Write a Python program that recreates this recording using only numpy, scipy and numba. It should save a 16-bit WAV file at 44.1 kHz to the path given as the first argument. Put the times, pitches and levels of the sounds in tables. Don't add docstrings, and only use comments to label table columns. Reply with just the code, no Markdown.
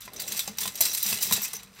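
import sys
import numpy as np
from scipy import signal
from scipy.fft import rfft, irfft
from scipy.io import wavfile
from scipy.ndimage import uniform_filter1d
from numba import njit

SR = 44100
rng = np.random.default_rng(int(sys.argv[2]) if len(sys.argv) > 2 else 0)


def generate_wav(sig):
    pcm = np.round(np.clip(np.atleast_2d(sig).T, -1, 1) * 32767).astype(np.int16)
    wavfile.write(sys.argv[1], SR, pcm)


def makeup_ratio(level_db):
    decades = np.asarray(level_db, float) / 20
    return 10 ** decades


N = 79380
TOP_HZ = 15800


def along(table, hz):
    table = np.array(table)
    return np.interp(np.log(hz), np.log(table[:, 0]), table[:, 1])


def level_curve(points):
    t_s, db = np.array(points)[:, :2].T
    return makeup_ratio(np.interp(np.arange(N) / SR, t_s, db))


def add(out, s, x):
    i = int(s * SR)
    out[i:i + len(x)] += x[:len(out) - i]


@njit
def rings(n, at, hz, t60, size, sr):
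    out = np.zeros(n)
    for g in range(len(at)):
        turn = np.exp(complex(-np.log(1000.) / (t60[g] * sr), 2 * np.pi * hz[g] / sr))
        z = complex(size[g], 0.)
        for i in range(int(at[g]), min(n, int(at[g] + t60[g] * sr * .8))):
            out[i] += z.imag
            z *= turn
    return out


# [f/Hz, level/dB per Hz]
HUM_SPECTRUM = [(18, -32), (30, 9), (193, 8.5), (318, -11), (650, -19.5), (1090, 0), (4200, -9.5),
                (15800, -35)]
HUM_DB = -57.5


def hum():
    hz = np.maximum(np.arange(N // 2 + 1) * SR / N, 10)
    x = irfft(rfft(rng.standard_normal(N)) * makeup_ratio(along(HUM_SPECTRUM, hz)), N)
    sway = np.repeat(rng.standard_normal(N // 2000 + 1), 2000)
    sway = uniform_filter1d(sway, size=2000)[:N]
    return x / x.std() * makeup_ratio(HUM_DB + 2.4 * sway)


# [t/s, level/dB]
SCUFF_LEVEL = [
    (0, -74.5),
    (.16, -51),
    (.4, -57.5),
    (.55, -65),
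    (.7, -61.5),
    (.86, -52),
    (.98, -63.5),
    (1.2, -55.5),
    (1.45, -60.5),
    (1.65, -70),
]


def scuff(count=500):
    when, pitch, side = rng.random((3, count))
    tick_size = makeup_ratio(0.5 * rng.exponential(size=count)) * np.sign(side - .5)
    x = rings(N, when * N, 260 * 3.33 ** pitch, np.full(count, 0.015), tick_size, 1. * SR)
    x = signal.lfilter(*signal.butter(2, [230, 1000], "bandpass", fs=SR), x)
    return x / x.std() * level_curve(SCUFF_LEVEL)


# [f/Hz, level/dB, t60/s]
BOARD_MODES = [(114, -14, 0.18), (169.5, -19.5, 0.26), (196.6, 2, 0.1), (242, -16.5, 0.11),
               (428, -3, 0.061)]
# [t/s, level/dB]
WEIGHT_LEVEL = [(0.0, -68.5), (0.324, -46.5), (0.456, -71), (0.496, -39.5), (0.566, -59), (0.676, -38),
                (0.726, -62), (0.832, -50), (0.986, -64.5), (1.132, -37.5), (1.202, -55.5), (1.288, -47),
                (1.318, -38), (1.448, -58), (1.568, -54.5), (1.614, -55), (1.698, -51.5), (1.8, -63)]


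def boards():
    f, mode_db, t60 = np.array(BOARD_MODES, float).T
    modes = rings(SR // 5, 0 * f, f, t60, makeup_ratio(mode_db), 1. * SR)
    x = signal.fftconvolve(rng.standard_normal(N), modes)[:N]
    x = signal.lfilter(*signal.butter(4, 85, "highpass", fs=SR), x)
    x = x / np.sqrt(uniform_filter1d(x ** 2, size=1100))
    return x * level_curve(WEIGHT_LEVEL) * makeup_ratio(-6.0)


# [f/Hz, level/dB]
CUTLERY_MODES = [(2050, -17), (2620, -11.5), (3930, -5), (4970, -6), (5920, -0.5), (7500, -1), (8420, 1),
                 (11200, -2.5), (11800, 1), (12450, -2), (13100, 3), (14300, -1), (15300, 3)]
# [f/Hz, level/dB per Hz]
CRACK_SPECTRUM = [(700, -15.5), (1500, -23), (2000, -15.5), (3200, -11), (4400, -5.5), (6000, -4),
                  (9800, -4), (15800, -5.5)]
RING_T60_S, RING_TILT, RING_DB, LEAD_DB = .021, 0.13, -6, 6.0
RING_SCATTER_DB, DETUNE, CRACK_CYCLES, PIVOT_HZ = 3.5, .009, 24.0, 6000


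def clicks(n, at, db, tilt_db, piece, lead_hz=None, count=10):
    f, mode_db = np.array(CUTLERY_MODES, float).T
    pick, life = rng.random((2, len(at), count))
    v = rng.standard_normal((len(at), len(f)))
    ring_hz = f * (1 + DETUNE * piece[0])
    ring_db = mode_db + RING_SCATTER_DB * piece[1] + RING_DB
    if lead_hz:
        near = np.argmin(abs(f - lead_hz))
        ring_hz[near], ring_db[near] = lead_hz, RING_DB + LEAD_DB
    ring_hz = np.clip(ring_hz * (1 + DETUNE * v), 100, TOP_HZ)
    ring_t60 = RING_T60_S * (PIVOT_HZ / f) ** RING_TILT * np.exp(0.5 * v[:, ::-1])

    shards = (np.arange(len(at)) + rng.random(len(at))) / len(at)
    bit_hz = 700 + (TOP_HZ - 700) * shards[(pick * len(at)).astype(int)]
    bit_t60 = CRACK_CYCLES * (.5 + life) / np.sqrt(bit_hz * PIVOT_HZ)

    hz = np.hstack([ring_hz, bit_hz])
    t60 = np.hstack([ring_t60, bit_t60])
    gain_db = np.hstack([ring_db + 3.0 * v[::-1], along(CRACK_SPECTRUM, bit_hz) + 9.0])
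    gain_db = gain_db + db[:, None] + np.reshape(tilt_db, (-1, 1)) * np.log2(hz / PIVOT_HZ)
    size = makeup_ratio(gain_db) * rng.choice([-1., 1.], size=hz.shape)
    start = at[:, None] + 0 * hz
    return rings(n, start.ravel(), hz.ravel(), t60.ravel(), size.ravel(), 1. * SR)


# [t/s, level/dB, brightness/dB per octave]
HEAP_SLIDE = [(0, -42, -1.5), (.11, -57.5, -9), (.19, -45.5, -6), (.25, -43.5, -4.5), (.36, -34.5, -4),
              (.44, -40.5, -3.5), (0.561, -52, -8), (0.631, -35, -5), (0.742, -47.5, -5.5),
              (0.831, -32.5, -3.5), (1.0, -35, -2), (1.1, -29, -3.5), (1.19, -37, -4), (1.35, -32.5, -4),
              (1.501, -42, -6), (1.6, -49, -8.5), (1.7, -62, -6.5), (1.8, -47, -9)]


def heap(count=230, size=12):
    t_s, _, tilt_db = np.array(HEAP_SLIDE).T

    def each(v):
        return np.repeat(v, size, axis=0)

    clump_s = (np.arange(count) + rng.random(count)) / count * N / SR
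    at_s = each(clump_s) + .007 * rng.exponential(size=count * size)
    size_db = each(0.68 * rng.exponential(size=count)) + 0.29 * rng.exponential(size=count * size)
    piece = [each(v) for v in rng.standard_normal((2, count, len(CUTLERY_MODES)))]
    x = clicks(N, at_s * SR, size_db, np.interp(at_s, t_s, tilt_db), piece)
    x = x / np.sqrt(uniform_filter1d(x ** 2, size=8000))
    return x * level_curve(HEAP_SLIDE)


# [t/s, peak/dB, loudest ring f/Hz, length/s, treble/dB]
CRUNCHES = [(0.019, -35, 3670, 0.013, -23), (0.0506, -32, 8060, 0.007, -16),
            (0.277, -19.5, 5800, 0.0084, -14.5), (0.3673, -18, 5850, 0.013, -12.5),
            (0.6048, -17, 8670, 0.0081, -13.5), (0.646, -28, 3720, 0.0093, -21),
            (0.822, -13.5, 4980, 0.018, -13), (0.8503, -15.5, 5850, 0.0094, -18),
            (0.9306, -19, 3820, 0.0089, -7), (0.973, -16, 8630, 0.0074, -13), (1.081, -26, 5630, 0.012, -9),
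            (1.097, -16, 8550, 0.011, -10), (1.136, -20.5, 12700, 0.011, -7), (1.21, -19, 10600, 0.01, -16),
            (1.249, -19, 8000, 0.006, -15), (1.266, -20.5, 5200, 0.0098, -7),
            (1.294, -27, 11200, 0.0052, -1), (1.3285, -8.5, 11500, 0.008, -10),
            (1.3624, -16, 8000, 0.0075, -17.5), (1.4303, -16.5, 12400, 0.0079, -8),
            (1.4415, -17.5, 5960, 0.011, -14.5), (1.749, -46, 3460, 0.011, -5)]
# [t/s, peak/dB, loudest ring f/Hz, length/s, treble/dB]
FIRST_STEPS = [(0.078, -32, 2023, 0.0076, -22.5), (0.134, -29, 3560, 0.0089, -13),
               (0.162, -28.5, 6200, 0.0059, -18), (0.199, -17.5, 7450, 0.014, -14.5),
               (0.2195, -19.5, 3970, 0.008, -10.5), (0.3207, -16.5, 6370, 0.0078, -15.5),
               (0.3925, -11, 7800, 0.0092, -12), (0.4623, -31, 3690, 0.003, -29),
               (0.4763, -17, 6160, 0.0098, -19.5), (0.5711, -33, 4570, 0.0071, -6),
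               (0.5838, -12.5, 13100, 0.01, -16), (0.614, -17.5, 8710, 0.0076, -14),
               (0.632, -17.5, 3500, 0.007, -14), (0.619, -18, 12500, 0.0049, -5),
               (0.6564, -16.5, 8700, 0.004, -16), (0.666, -24, 12100, 0.004, -9),
               (0.6764, -14.5, 8700, 0.006, -15), (0.7392, -36.5, 12600, 0.0044, -4),
               (0.7552, -18.5, 6500, 0.0055, -12.5), (0.776, -28, 5700, 0.0055, -15)]
STAMP_AND_DRAG = [(0.8066, -5.5, 7200, 0.0043, -11), (0.8095, -4, 12470, 0.008, -8),
                  (0.853, -12, 15300, 0.006, -11), (0.8914, -26, 4030, 0.01, -19),
                  (0.9472, -12.5, 6350, 0.005, -9), (1.0276, -10, 12000, 0.0044, -2),
                  (1.033, -20, 5550, 0.0032, -5), (1.063, -13.5, 12300, 0.01, -12),
                  (1.0865, -15, 13100, 0.0067, -8), (1.1268, -12, 7490, 0.0051, -17),
                  (1.172, -21.5, 4020, 0.0059, -15.5), (1.186, -21, 2960, 0.004, -17),
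                  (1.2251, -9.5, 12940, 0.012, -11), (1.3104, -14.5, 3890, 0.0091, -10),
                  (1.3234, -6, 7640, 0.006, -13.5), (1.4187, -16, 5570, 0.0097, 3),
                  (1.48, -26, 11500, 0.0044, -6), (1.5324, -18.5, 8780, 0.0058, -9.5),
                  (1.5527, -24, 5950, 0.009, -9.5), (1.565, -30, 5750, 0.0059, -9),
                  (1.5943, -36, 3940, 0.0074, -20), (1.63, -31, 7320, 0.0086, -17.5),
                  (1.672, -41, 2500, 0.0062, -19), (1.696, -52, 4240, 0.012, -25)]
EVEN_TREBLE_DB, TILT_PER_DB = -12, 0.72
CLICK_SPREAD_DB, FLURRY_FADE_DB, SWELL_DB, EDGE_DB = 1.6, 17.0, 13, 2


def crack_piece(hz, length_s, treble_db, crunch, count=32):
    late = (np.arange(count) + rng.random(count)) / count
    late[0] = 0
    size_db = CLICK_SPREAD_DB * rng.exponential(size=count) - FLURRY_FADE_DB * late
    if crunch:
        size_db -= SWELL_DB * np.exp(-late / 0.4)
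    else:
        size_db += EDGE_DB * np.exp(-late / .025)
    at = late * 2 * np.clip(length_s, .002, .04) * SR
    piece = rng.standard_normal((2, len(CUTLERY_MODES)))
    x = clicks(SR // 8, at, size_db, TILT_PER_DB * (treble_db - EVEN_TREBLE_DB), piece, hz)
    return x / np.sqrt(uniform_filter1d(x ** 2, size=128).max() * 2)


def snaps():
    out = np.zeros(N)
    for table, crunch in (CRUNCHES, True), (FIRST_STEPS, False), (STAMP_AND_DRAG, False):
        for s, db, hz, length_s, treble_db in table:
            add(out, s, makeup_ratio(db - 7.5) * crack_piece(hz, length_s, treble_db, crunch))
    return out


# [t/s, peak/dB, boards re peak/dB, spoon-bowl knock f/Hz]
KNOCKS = [(0.078, -26, -29, 974), (0.224, -50, 0, 700), (0.319, -35, -9, 1090), (0.477, -21.5, -24.5, 780),
          (0.607, -41.5, -9.5, 715), (0.655, -19.5, -23.5, 995), (0.807, -20, -29, 667),
          (1.052, -31, -19, 780), (1.127, -27, -16, 660), (1.311, -15.5, -18, 969),
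          (1.378, -26.5, -20, 660), (1.536, -30.5, -16, 1060)]
BOWL_T60_S, PUSH_S, BOARDS_DB = 0.033, 0.014, 4.5


def knocks():
    out = np.zeros(N)
    f, mode_db, t60 = np.array(BOARD_MODES, float).T
    bowl_ratio = np.array([1.038, 0.676, 1.407, 1.9, 2.5])
    bowl_db = np.array([-10.0, -18.0, -18.0, -18.5, -16.0])
    push_t = np.arange(SR // 20) / SR
    for s, db, boards_db, hz in KNOCKS:
        detune, scatter, delay = rng.standard_normal((3, 5))
        push = rng.standard_normal(len(push_t)) * np.exp(-push_t / PUSH_S)
        modes = rings(SR // 5, 0 * f, f * (1 + 0.017 * detune), t60, makeup_ratio(mode_db + 1.4 * scatter), 1. * SR)
        low = np.convolve(modes, push)
        low = low / abs(low).max() * makeup_ratio(boards_db + BOARDS_DB)
        bowl = rings(len(low), 30 * abs(delay), hz * bowl_ratio, np.full(5, BOWL_T60_S), makeup_ratio(bowl_db), 1. * SR)
        add(out, s, makeup_ratio(db) * (low + bowl))
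    return signal.lfilter(*signal.butter(4, 92, "highpass", fs=SR), out)


# [t/s, length/s, ring f/Hz, level/dB]
DRAGS = [(0.148, 0.014, 3450, -62), (.163, 0.017, 5800, -42.5), (0.194, 0.016, 4490, -39),
         (0.223, 0.024, 3850, -44), (.392, 0.02, 3590, -36.5), (0.774, .015, 5680, -41.5),
         (0.813, 0.051, 4010, -35.5), (0.846, 0.036, 5480, -36), (.89, 0.012, 3940, -39),
         (0.892, 0.043, 5840, -37.5), (0.93, 0.021, 4030, -37.5), (0.997, .05, 3905, -42.5),
         (1.157, 0.043, 8670, -48.5), (1.029, 0.024, 5870, -34.5), (1.331, 0.036, 3896, -36),
         (1.422, 0.022, 5750, -36), (1.427, 0.028, 7760, -36), (1.464, 0.016, 6000, -45),
         (1.546, 0.021, 5910, -37)]
DRAG_RATE_HZ, DRAG_T60_S = 700, .016


def drags():
    out = np.zeros(N)
    for s, length_s, hz, db in DRAGS:
        gap, detune, scatter = rng.standard_normal((64, 3)).T
        at_s = np.cumsum(np.exp(.6 * gap)) / DRAG_RATE_HZ
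        on = at_s < length_s
        tick_hz = hz * (1 + .014 * detune[on])
        x = rings(SR // 8, at_s[on] * SR, tick_hz, DRAG_T60_S + 0 * at_s[on], makeup_ratio(3.5 * scatter[on]), 1. * SR)
        add(out, s, x * makeup_ratio(db) / np.sqrt(np.sum(x ** 2) / (length_s * SR)))
    return out


ROOM_T60_S, ROOM_DB, ROOM_DULL_HZ = .14, -12.0, 9000


def room(near):
    t = np.arange(SR // 3) / SR
    tail = rng.standard_normal(len(t)) * makeup_ratio(-60 * t / ROOM_T60_S) * np.clip(t / 0.0065 - .5, 0, 1)
    tail = signal.lfilter(*signal.butter(1, ROOM_DULL_HZ, fs=SR), tail)
    wet = signal.fftconvolve(near, tail / np.sqrt(np.sum(tail ** 2)))[:N]
    return makeup_ratio(ROOM_DB) * wet


def scene():
    plastic = heap() + snaps() + drags()
    thin = signal.butter(2, 1300, "highpass", fs=SR)
    near = signal.lfilter(*thin, plastic) + scuff() + boards() + knocks()
    return (near + room(near) + hum())[None]


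def top_cut(x):
    return signal.sosfilt(signal.butter(12, 16990, fs=SR, output="sos"), x)


def record(dry):
    x = signal.sosfilt(signal.butter(2, 45, "highpass", fs=SR, output="sos"), dry)
    x = signal.sosfilt(signal.ellip(8, .2, 62, TOP_HZ, fs=SR, output="sos"), x)
    return top_cut(x)


dry = scene()
out = record(dry)
generate_wav(out)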